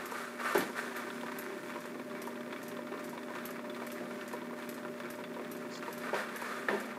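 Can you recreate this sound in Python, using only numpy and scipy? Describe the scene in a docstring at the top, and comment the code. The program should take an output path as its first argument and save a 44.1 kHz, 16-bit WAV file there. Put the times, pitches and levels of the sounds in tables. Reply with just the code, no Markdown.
"""An electric drum carder on a table in a small room, one microphone close by.
From the start its induction motor hums, the wooden frame shakes and wool scrapes into the wire teeth;
a thick tuft snaps through with a clunk. After a second the drum runs freer: the chain clicks and knocks
over the sprockets, two high teeth tick on each turn and small knots snap. Near 5.7 s a hand pulls a
lock apart; then the drum slows as more wool is drawn in, and tufts clunk through again."""
import sys
import numpy as np
from scipy import signal
from scipy.fft import rfft, irfft
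from scipy.io import wavfile

SR = 44100
rng = np.random.default_rng(int(sys.argv[2]) if len(sys.argv) > 2 else 0)


def store_pcm(level_fs):
    """Save levels as 16-bit WAV."""
    pcm = np.round(np.clip(level_fs, -1, 1) * 32767).astype(np.int16)
    wavfile.write(sys.argv[1], SR, np.atleast_2d(pcm).T)


N = 307818
TIME = np.arange(N) / SR
TURN_LINKS, LAP_LINKS = 8, 10  # links to a drum turn, and from one firm knock to the next
SEAT_LINK = 0.68  # how far into its step a link seats

# chain speed, which sags while wool is drawn in: (time [s], speed [links/s])
CHAIN_SPEED = [(0, 17.188), (0.55, 17.229), (1.0, 19.044), (1.4, 18.995), (2.1, 19.421), (5.95, 19.399),
               (6.2, 17.994), (6.75, 18.249), (6.98, 18.227)]
# resonances of the wooden frame: (frequency [Hz], width [Hz], gain [dB])
FRAME_MODES = [(174.7, 3.2, -9), (200.6, 7, -0.5), (242.4, 9, 4), (262.4, 5.9, 5.5), (264, 5.6, 1.5),
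               (315.5, 20, -10), (352.7, 17, 7), (388.7, 8.7, 7.5), (399, 20, -2.5), (433, 14, -22)]
# spectra of rubbing wool, fine fibre hiss and a tuft's clunk: (frequency [Hz], level [dB])
RUB_SPECTRUM = [(80, -48), (300, -33), (700, 0), (950, 1.5), (1400, 3.5), (1850, 3.5), (2050, 1),
                (2350, -2.5), (2900, -11), (4200, -13), (6000, -19.5), (15000, -25)]
HISS_SPECTRUM = [(500, -50), (3000, 6), (5000, 4.5), (9000, 3), (12000, 0.5), (15500, -12)]
CLUNK_SPECTRUM = [(50, -53), (110, -18.5), (180, -2), (330, 0), (550, 7), (700, 5.5), (850, 3.5),
                  (1200, -9), (1850, -5.5), (2700, -17.5), (4500, -25.5), (8000, -42), (15000, -50)]


def amp(db):
    """Decibels to gain."""
    return 10 ** (np.asarray(db) / 20)


def unit(x):
    """Scales to an rms of 1."""
    return x / np.sqrt(np.mean(x ** 2) + 1e-20)


def curve(points):
    """Joins (time, value) points with straight lines, sample by sample."""
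    return np.interp(TIME, *np.transpose(points))


def add(mix, s, sound):
    """Mixes a sound in at time s."""
    part = mix[max(round(s * SR), 0):][:len(sound)]
    part += sound[:len(part)]


def colour(x, spectrum, tilt_db=0):
    """Minimum-phase filter of unit energy; the spectrum tilts by tilt_db an octave about 1 kHz."""
    hz = np.fft.rfftfreq(4096, 1 / SR) + 1
    corner_hz, db = np.transpose(spectrum)
    octaves = np.log2(np.clip(hz, 200, 6000) / 1000)
    gain = amp(np.interp(np.log(hz), np.log(corner_hz), db) + tilt_db * octaves)
    cepstrum = irfft(np.log(gain + 1e-6))
    cepstrum[1:2048] *= 2  # folding the cepstrum makes the filter causal
    cepstrum[2049:] = 0
    taps = irfft(np.exp(rfft(cepstrum)))
    return signal.fftconvolve(x, taps / np.linalg.norm(taps))[:len(x)]


def drift(rate_hz):
    """Slow random motion of rms 1."""
    hz = np.fft.rfftfreq(N, 1 / SR)
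    return unit(irfft(rfft(rng.standard_normal(N)) * np.exp(-(hz / rate_hz) ** 2), N))


def grains(per_s, spread_db):
    """Random tiny clicks, a few much larger than the rest."""
    size = amp(spread_db * np.minimum(rng.exponential(1, N), 4))
    return unit(size * rng.choice([-1, 1], N) * (rng.random(N) < per_s / SR))


def blow(t60, tail_db, tail_t60, tap):
    """A sharp tap, a short burst of contact noise and its weaker ring in the room."""
    t = TIME[:SR // 3]
    burst = rng.standard_normal(len(t)) * (amp(-60 * t / t60) + amp(tail_db - 60 * t / tail_t60))
    burst[0] += tap
    return burst


def resonate(x, modes):
    """Rings damped modes with x; the narrower a mode, the longer it lasts."""
    t = TIME[:SR // 2]
    response = sum(amp(db) * 2 * np.pi * width / SR * np.exp(-np.pi * width * t)
                   * np.cos(2 * np.pi * hz * t) for hz, width, db in modes)
    return signal.fftconvolve(x, response)[:N]


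def link_phase(start_link=-0.976):
    """Running count of the chain links that have passed."""
    return start_link + np.cumsum(curve(CHAIN_SPEED)) / SR


def passes(first, every):
    """Times at which a given link comes round, again and again."""
    phase = link_phase()
    return np.interp(np.arange(first, phase[-1], every), phase, TIME)


def sag():
    """Fraction of its top speed that the chain loses to the load."""
    speed = curve(CHAIN_SPEED)
    return 1 - speed / speed.max()


def ducking(db_per_percent=0.4, limit_db=3):
    """Background ducking: hum, rumble, link clicks and rub dip a little in the slow, loud passages."""
    return amp(-np.minimum(db_per_percent * 100 * sag(), limit_db))


def motor(mains_hz=60.01, shaft_hz=28.86, sag_share=0.25, hum_waver=0.12, rotor_waver=0.49):
    """Magnetic hum at even multiples of the mains, with less steady tones from the loaded rotor."""
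    # motor tones: (multiple of the mains, multiple of the shaft rate), and for each (level [dB])
    orders = [(2, 0), (4, 0), (6, 0), (8, 0), (10, 0), (12, 0), (2, 1), (2, 3), (4, 1), (6, 1), (0, 5),
              (0, 6), (0, 9), (0, 10), (0, 11)]
    levels = [-70.5, -49.5, -55.5, -80, -52.5, -73.5, -72, -62.5, -60, -59, -73, -65, -84, -62.5, -60]
    shaft_turns = shaft_hz * np.cumsum(1 - sag_share * sag() + 0.001638 * drift(4.5)) / SR
    out = np.zeros(N)
    for (mains, shaft), db in zip(orders, levels):
        cycles = mains * mains_hz * TIME + shaft * shaft_turns + rng.random()
        waver = 1 + (rotor_waver if shaft else hum_waver) * drift(7.3)
        out += amp(db) * np.sqrt(2) * np.sin(2 * np.pi * cycles) * waver
    return out


def frame():
    """The gears shake the wooden frame at its resonances, over a low rumble."""
    # rumble of the machine: (frequency [Hz], level [dB])
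    rumble_spectrum = [(20, -51), (70, -17), (100, -10.5), (150, -6), (190, -18), (230, 3), (310, 1),
                       (430, -6.5), (600, 14), (680, -1), (900, -16.5), (1500, -12), (4000, -20.5)]
    shaken = resonate(grains(4000, 1.0), FRAME_MODES)
    shaken = signal.sosfilt(signal.butter(4, 150, "high", fs=SR, output="sos"), shaken)
    return amp(-49) * unit(shaken) + amp(-56) * colour(grains(4000, 4.7), rumble_spectrum)


def body(contact, gain_db=-2):
    """Whatever touches the drums reaches the microphone directly and through the machine's modes."""
    # drum, sprocket and side boards: (frequency [Hz], width [Hz], gain over the direct sound [dB])
    modes = [(470, 310, -11.5), (959, 48, 0.5), (1064, 15.5, 3.5), (1190, 38, 1), (1376, 15, 1.5),
             (1530, 16, 0), (1520, 7, -4), (1797, 23, 1.5), (2275, 28, 4), (2508, 50, -2.5), (2727, 32, 1),
             (3477, 20, 3)]
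    return amp(gain_db) * (contact + resonate(contact, modes))


def drums(surge_db=3, settle_links=0.19, scratch_db=0.9):
    """Fibres rub through the teeth, surging as each link jerks the drum on, under a scratchy hiss."""
    # rubbing of the drums, and the fine hiss above it: (time [s], level [dB])
    rub_levels = [(1.1, -48.5), (1.5, -47), (1.95, -52.5), (2.9, -53), (3.4, -52), (4.45, -52),
                  (5.4, -52.5), (5.9, -50.5), (6.98, -50)]
    hiss_levels = [(0.9, -63), (1.15, -55.5), (1.35, -61.5), (1.7, -58.5), (2.0, -66.5), (2.55, -65.5),
                   (2.95, -67), (3.35, -65), (3.62, -71), (3.8, -62), (4.2, -61.5), (4.45, -78),
                   (4.62, -61), (4.9, -67.5), (5.4, -68.5), (5.9, -62.5), (6.6, -59), (6.98, -67)]
    jerk = np.exp(-((link_phase() - SEAT_LINK) % 1) / settle_links)
    fibres = (grains(2500, 2.0) + amp(-3) * grains(170, 2.3)) * amp(1.4 * drift(62))
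    rub = amp(curve(rub_levels) - 2.5 + surge_db * jerk) * colour(fibres, RUB_SPECTRUM)
    hiss = amp(curve(hiss_levels) + scratch_db * drift(30)) * colour(grains(15000, 1.5), HISS_SPECTRUM)
    return rub + hiss


def catches(uneven_db=2):
    """Thick patches of wool catch between the drums and rasp for a moment on every turn."""
    # wool on the drum: (place in the turn [links], level [dB], length [links])
    patches = [(2.1, -52, 0.65), (6.2, -54.5, 0.9), (7.15, -49, 0.88)]
    phase, level = link_phase(), np.zeros(N)
    for link, db, length in patches:
        links_away = (phase - link + TURN_LINKS / 2) % TURN_LINKS - TURN_LINKS / 2
        level += amp(db) * np.exp(-(2 * links_away / length) ** 2)
    return level * amp(uneven_db * drift(9.2)) * colour(grains(2500, 1.1), RUB_SPECTRUM)


def rustle():
    """A lock is pulled apart by hand and ends with a small snap."""
    # parting fibres: (frequency [Hz], level [dB])
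    spectrum = [(200, -44), (2800, -37), (4200, 14.5), (5200, 11), (5900, 4), (7200, 9.5), (8500, -14),
                (14000, -28)]
    level_db = curve([(5.68, -81), (5.735, -49), (5.774, -54), (5.777, -46), (5.783, -55), (5.81, -75)])
    return amp(level_db) * colour(grains(5500, 4.8), spectrum)


def links(spread_db=3, jingle_hz=3520, jingle_db=-24, jingle_t60=0.09):
    """Each link clicks as it seats and its roller jingles; a few seat hard, with a dry snap."""
    # click of a link: (frequency [Hz], level [dB])
    spectrum = [(200, -20), (500, -32), (1000, 11.5), (1900, 8.5), (2800, 1.5), (3500, 6.5), (4300, -4),
                (6000, -19), (14000, -24)]
    # click on each of the sprocket's eight teeth: (level [dB])
    tooth_db = [-48.5, -54.5, -52, -51.5, -55, -52, -46.5, -51]
    # links that seat hard: (time [s], level [dB], tilt [dB/octave])
    hard_links = [(1.103, -42, 1), (1.2106, -45, 5), (1.7368, -54, -2), (2.097, -55, -6), (2.1513, -49, -1),
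                  (2.3553, -48.5, 1.5), (2.526, -42, -1), (2.714, -48, 4), (2.768, -55, 2),
                  (2.869, -47, -1.5), (3.1775, -42, -1.5), (3.2314, -54, 11), (3.6974, -46.5, 4.5),
                  (3.747, -46, 6), (4.624, -47, 3), (4.692, -51, -3), (4.778, -47, 4), (4.832, -46, -4.5),
                  (5.239, -44, 3), (5.342, -47.5, 4), (5.7004, -55, 2), (5.754, -46, 5), (6.290, -44, -1)]
    out, t = np.zeros(N), TIME[:SR // 3]
    for k, s in enumerate(passes(SEAT_LINK, 1)):
        db = tooth_db[k % TURN_LINKS] + spread_db * rng.standard_normal()
        add(out, s, amp(db) * colour(blow(0.04, -26, 0.1, tap=3.4), spectrum))
        roller_hz = jingle_hz * (1 + 0.048 * rng.standard_normal(size=3))
        jingle = sum(np.sin(2 * np.pi * hz * t) for hz in roller_hz)
        add(out, s, amp(db + jingle_db - 60 * t / jingle_t60) * jingle)
    for s, db, tilt_db in hard_links:
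        add(out, s, amp(db) * colour(blow(0.051, -21, 0.13, tap=7), spectrum, tilt_db))
    return out


def knock(db, tilt_db, bounce_s=0.0098, bounce_db=-9):
    """A slack link clacks against the sprocket and bounces once."""
    # the clack: (frequency [Hz], level [dB])
    spectrum = [(120, -31), (300, 0.5), (520, 6.5), (720, -0.5), (960, -1), (1250, -1.5), (1800, -6),
                (2700, -16.5), (5000, -32), (14000, -45)]
    strike = blow(0.04, -10, 0.12, tap=7.5)
    add(strike, bounce_s * (0.5 + rng.random()), amp(bounce_db) * blow(0.025, -9, 0.066, tap=11))
    return amp(db - 9) * colour(strike, spectrum, tilt_db)


def hollow(db, lowest_hz=380, pitch_spread=0.013, spread_db=1):
    """The sprocket and its small board answer a knock with a hollow ring, never quite the same."""
    # their modes: (frequency [Hz], level [dB], t60 [s])
    modes = [(491, -19, 0.27), (534, -22, 0.32), (910, -17, 0.04), (969, -11, 0.078), (1060, -35, 0.027),
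             (1790, -19, 0.06)]
    tock, t = np.zeros(SR // 3), TIME[:SR // 3]
    for hz, mode_db, t60 in modes:
        decay = amp(db + mode_db + spread_db * rng.standard_normal() - 60 * t / t60)
        tock += decay * np.sin(2 * np.pi * hz * (1 + pitch_spread * rng.standard_normal()) * t)
    return signal.sosfilt(signal.butter(3, lowest_hz, "high", fs=SR, output="sos"), tock)


def tocks():
    """Light knocks ring mainly the upper modes of the big sprocket: a short pitched tock."""
    # light knocks: (time [s], level [dB])
    strikes = [(1.997, -33), (2.940, -31), (3.13, -33), (3.178, -42), (3.593, -40), (3.642, -35.5),
               (4.005, -43), (4.418, -36), (4.508, -33), (4.778, -35), (5.186, -34), (5.648, -36)]
    out = np.zeros(N)
    for s, db in strikes:
        add(out, s, knock(db - 5, tilt_db=-1) + hollow(db, lowest_hz=800))
    return out


def chain(spread_db=2):
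    """The chain knocks firmly each lap and clacks brightly each drum turn, among rattles and slaps."""
    # knock of each lap, and clack of each turn: (level [dB])
    lap_db = [-31.5, -37, -30.5, -30.5, -30.5, -33.5, -33.5, -30, -30.5, -31.5, -32, -29, -30, -34]
    turn_db = [-50.5, -40, -46, -36, -40, -37, -39, -30, -36, -40, -36, -31, -47, -33.5, -44, -48]
    # lighter recurring knocks: (period [links], first [link], level [dB], tilt [dB/octave])
    rattles = [(LAP_LINKS, 6.2, -46, -0.92), (LAP_LINKS, 8.4, -40, -4.3), (LAP_LINKS, 4.9, -37.5, -2),
               (TURN_LINKS, 2.66, -43, 3.1)]
    # stray slaps of a slack link: (time [s], level [dB], tilt [dB/octave])
    slaps = [(1.632, -47, 3), (1.854, -36.5, 3.5), (2.407, -40, 4), (2.508, -37, 3), (2.920, -30.5, 0.5),
             (2.994, -42, 12), (3.149, -46, 4), (3.2839, -35, 0), (3.903, -37, 6), (4.110, -35.5, 5),
             (5.3948, -28.5, -2)]
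    out = np.zeros(N)
    for s, db in zip(passes(first=1.09, every=LAP_LINKS), lap_db):
        add(out, s, knock(db - 0.5, tilt_db=-2.5) + hollow(db))
    for s, db in zip(passes(first=6.03, every=TURN_LINKS), turn_db):
        add(out, s, knock(db, tilt_db=5.5))
    for every, first, db, tilt_db in rattles:
        for s in passes(first, every):
            add(out, s, knock(db + spread_db * rng.standard_normal(), tilt_db))
    for s, db, tilt_db in slaps:
        add(out, s, knock(db, tilt_db))
    return out


def wires(usual_db=-42, snap_follow=0.37):
    """Two high wire teeth, a link apart, flick past on each turn and ping, purer when hit harder."""
    # ticks, turn by turn: (first tooth [dB], second tooth [dB])
    ticks = [(-41, -46), (-48, -31.5), (-43.5, -66), (-37, -61), (-55, -57), (-43.5, -51), (-49, -45.5),
             (-47, -53), (-39, -49), (-46, -42.5), (-49, -47.5), (-41.5, -51), (-41, -65), (-42, -56),
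             (-44, -47.5), (-40, -47.5), (-45.5, -59)]
    # a wire's ring and its broad snap: (frequency [Hz], level [dB])
    ping_spectrum = [(8000, -22.5), (11000, -11.5), (11900, -5), (12500, -2.5), (12900, -17), (13400, -33)]
    snap_spectrum = [(40, -23), (300, -17), (1500, 10.5), (3500, -3), (6000, 0), (10000, -1.5),
                     (12500, -10), (14000, -9), (16000, -34)]
    # reflections off the table and walls: (delay [s], level [dB])
    echoes = [(0.0024, -1.5), (0.0054, -8), (0.0085, -5), (0.01, -29), (0.023, -12)]
    direct = np.zeros(N)
    for link, levels in enumerate(np.transpose(ticks)):
        for s, db in zip(passes(link, TURN_LINKS), levels):
            ping = amp(db - 8.3) * colour(blow(0.012, -7.5, 0.18, tap=9), ping_spectrum)
            snap_db = -51.2 + snap_follow * (db - usual_db)
            snap = amp(snap_db) * colour(blow(0.024, -4.5, 0.21, tap=9), snap_spectrum)
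            add(direct, s, ping + snap)
    out = direct.copy()
    for delay, db in echoes:
        add(out, delay, amp(db) * direct)
    return out


def snags(t60=0.083, first_pluck=12):
    """A knot gives way with one sharp pluck, and its last fibres follow in a quickly dying crackle."""
    # knots caught on a tooth: (time [s], level [dB], pitch [Hz])
    knots = [(0.457, -28, 1500), (1.283, -32.5, 1480), (1.7024, -35, 1710), (2.115, -37, 1400),
             (2.529, -35.5, 1720), (2.938, -39, 1400), (3.338, -36, 1900), (3.5605, -34.5, 1700),
             (3.9827, -35.5, 1980), (4.213, -35, 1800), (4.8508, -32, 1210), (5.0562, -32, 1800),
             (5.8291, -34, 1590)]
    # spectrum of a snap: (multiple of its pitch, level [dB])
    snap_shape = [(0.15, -33), (0.55, -11.5), (0.85, 3.5), (1.15, -3), (1.6, -13.5), (3.2, -21.5), (8, -44)]
    out, t, plucks = np.zeros(N), TIME[:SR // 8], grains(2200, 1.8)
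    for s, db, hz in knots:
        tear = np.roll(plucks, rng.integers(N))[:len(t)] * amp(-60 * t / t60)
        tear[0] += first_pluck
        snap = colour(tear, [(hz * multiple, level) for multiple, level in snap_shape])
        add(out, s, amp(db) * snap / abs(snap).max())
    return out


def pull(t, rise, hold, release):
    """Envelope of a pull on the wool: it rises, holds, then falls 20 dB in each release time."""
    return np.clip(t / rise, 0, 1) * amp(-20 * np.maximum(t - rise - hold, 0) / release)


def wool(rasp_width_hz=170, rasp_db=-1, uneven_db=1.5):
    """The teeth tear fresh locks open: dense plucks merge into a pitched scrape with fizz on top."""
    # locks drawn in: (start [s], rise [s], hold [s], release [s], scrape [dB], fizz [dB], rasp [Hz])
    locks = [(-.02, 0.024, 0.095, 0.23, -45.5, -58.5, 1250), (0.075, 0.1, .02, 0.32, -42.5, -51.5, 1300),
             (0.382, 0.022, 0.041, 0.22, -40, -54.5, 1200), (0.418, 0.043, 0.032, 0.25, -37, -48.5, 1180),
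             (0.544, 0.003, 0.01, 0.22, -37, -43.5, 1610), (0.747, 0.03, 0.026, 0.11, -38.5, -50, 1550),
             (0.805, 0.034, 0.032, 0.21, -46, -55, 1710), (0.953, 0.006, 0.042, 0.16, -41.5, -56, 1490),
             (3.349, 0.005, 0.12, 0.11, -49.5, -65, 1520), (3.968, 0.009, 0.027, 0.12, -53, -77, 2020),
             (5.98, 0.064, 0.021, 0.32, -41.5, -57, 1440), (6.117, 0.06, 0.025, 0.11, -38, -50.5, 1470),
             (6.265, 0.056, 0.094, 0.2, -45, -60, 1720), (6.40, 0.056, 0.064, 0.29, -43, -54.5, 1250),
             (6.53, 0.026, 0.023, 0.23, -45, -58, 1550), (6.682, 0.0029, 0.004, 0.04, -31.5, -66, 1800),
             (6.698, 0.0082, 0.085, 0.23, -43.5, -57, 1710), (6.848, 0.006, 0.01, 0.064, -52, -66, 1840),
             (6.9, 0.0052, 0.0084, 0.068, -49, -68, 2080)]
    # teeth scraping through a lock: (frequency [Hz], level [dB])
    spectrum = [(80, -68), (250, -33), (420, -1.5), (720, -4), (1000, -5.5), (1300, 0), (1800, -0.5),
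                (2300, -6.5), (3000, -16), (4200, -15.5), (6000, -31), (9000, -31), (15000, -32)]
    scrape = colour(grains(3500, 2.2), spectrum) * amp(uneven_db * drift(34))
    fizz = colour(grains(9000, 1.7), HISS_SPECTRUM)
    out, fizz_power = np.zeros((2, N))
    for s, rise, hold, release, scrape_db, fizz_db, rasp_hz in locks:
        swell = pull(TIME - s, rise, hold, release)
        plucks = np.roll(scrape, rng.integers(N))
        rasp = signal.lfilter(*signal.iirpeak(rasp_hz, rasp_hz / rasp_width_hz, fs=SR), plucks)
        out += amp(scrape_db) * swell * unit(plucks + amp(rasp_db) * rasp)
        fizz_power += (amp(fizz_db) * swell) ** 2
    return out + fizz * np.sqrt(fizz_power)


def judder(rise_s=0.0028, frame_db=-2):
    """A dragging tuft slips in dense little jerks that keep the frame growling until it is through."""
    # drags on the feed drum: (start [s], fades after [s], release [s], level [dB], tilt [dB/octave])
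    drags = [(0.551, 0.01, 0.11, -39, -1.5), (6.132, 0.03, 0.08, -40.5, -1), (6.165, 0.031, 0.051, -51, 6),
             (6.686, 0.064, 0.057, -39.5, 1.5)]
    jerks, t, slips = np.zeros(N), TIME[:SR // 2], grains(1300, 2.1)
    for s, length, release, db, tilt_db in drags:
        slipping = colour(np.roll(slips, rng.integers(N))[:len(t)], CLUNK_SPECTRUM, tilt_db)
        add(jerks, s, amp(db) * pull(t, rise_s, length - rise_s, release) * slipping)
    return jerks + amp(frame_db) * resonate(jerks, FRAME_MODES)


def tufts(rise_s=0.004, reach_octaves=0.22):
    """A thick tuft pulls free and the feed drum jolts the frame, ringing modes near the jolt's pitch."""
    # clunks: (time [s], level [dB], tilt [dB/octave], tail scale [s], jolt pitch [Hz], jolt [dB])
    clunks = [(0.550, -20, 1, 0.039, 362, -22.5), (0.555, -17, 1, 0.075, 325, -24.5),
              (0.573, -26, -8, 0.27, 330, -29), (0.588, -35, -5, 0.088, 257, -29.5),
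              (0.607, -23.5, 6.5, 0.081, 330, -30), (4.01, -31, -8.5, 0.21, 226, -52),
              (6.131, -22.5, -1, 0.11, 600, -33), (6.143, -27, 7, 0.11, 400, -37.5),
              (6.185, -28, 4.5, 0.16, 200, -43), (6.685, -22, -2, 0.035, 1800, -13.5),
              (6.690, -32, -5.5, 0.061, 214, -35), (6.704, -29, -2.5, 0.16, 590, -33),
              (6.729, -29.5, -2.5, 0.39, 433, -27)]
    # modes of the jolted frame: (frequency [Hz], level [dB], t60 [s])
    modes = [(211, -2, 1), (239, -2, 0.26), (263, -1.5, 0.19), (310, -5, 0.26), (357.4, 1, 0.15),
             (395, 4, 0.13), (592, 5, 0.11), (1736, 7, 0.014)]
    out, t = np.zeros(N), TIME[:SR // 3]
    onset = 1 - np.exp(-t / rise_s)
    for s, db, tilt_db, tail_s, jolt_hz, jolt_db in clunks:
        impact = blow(0.015, -0.65, 2.43 * tail_s, tap=2.5)
        add(out, s, amp(db - 12) * colour(impact, CLUNK_SPECTRUM, tilt_db))
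        for hz, mode_db, t60 in modes:
            share = np.exp(-(np.log2(hz / jolt_hz) / reach_octaves) ** 2)
            decay = amp(jolt_db + mode_db - 60 * t / t60)
            add(out, s, share * onset * decay * np.sin(2 * np.pi * hz * t))
    return out


def scene():
    """The whole carder from close by, in mono."""
    dip = ducking()
    contact = dip * (links() + drums()) + chain() + tocks()
    contact += wool() + snags() + catches() + tufts() + judder()
    background = dip * (motor() + frame())
    return (background + body(contact) + wires() + rustle())[None]


def record(dry):
    """The recorder cuts off the treble above 15.6 kHz."""
    lowpass = signal.firwin(401, 15600, window=("kaiser", 8), fs=SR)
    return signal.oaconvolve(dry, lowpass[None], "same")


dry = scene()
out = record(dry)
store_pcm(out)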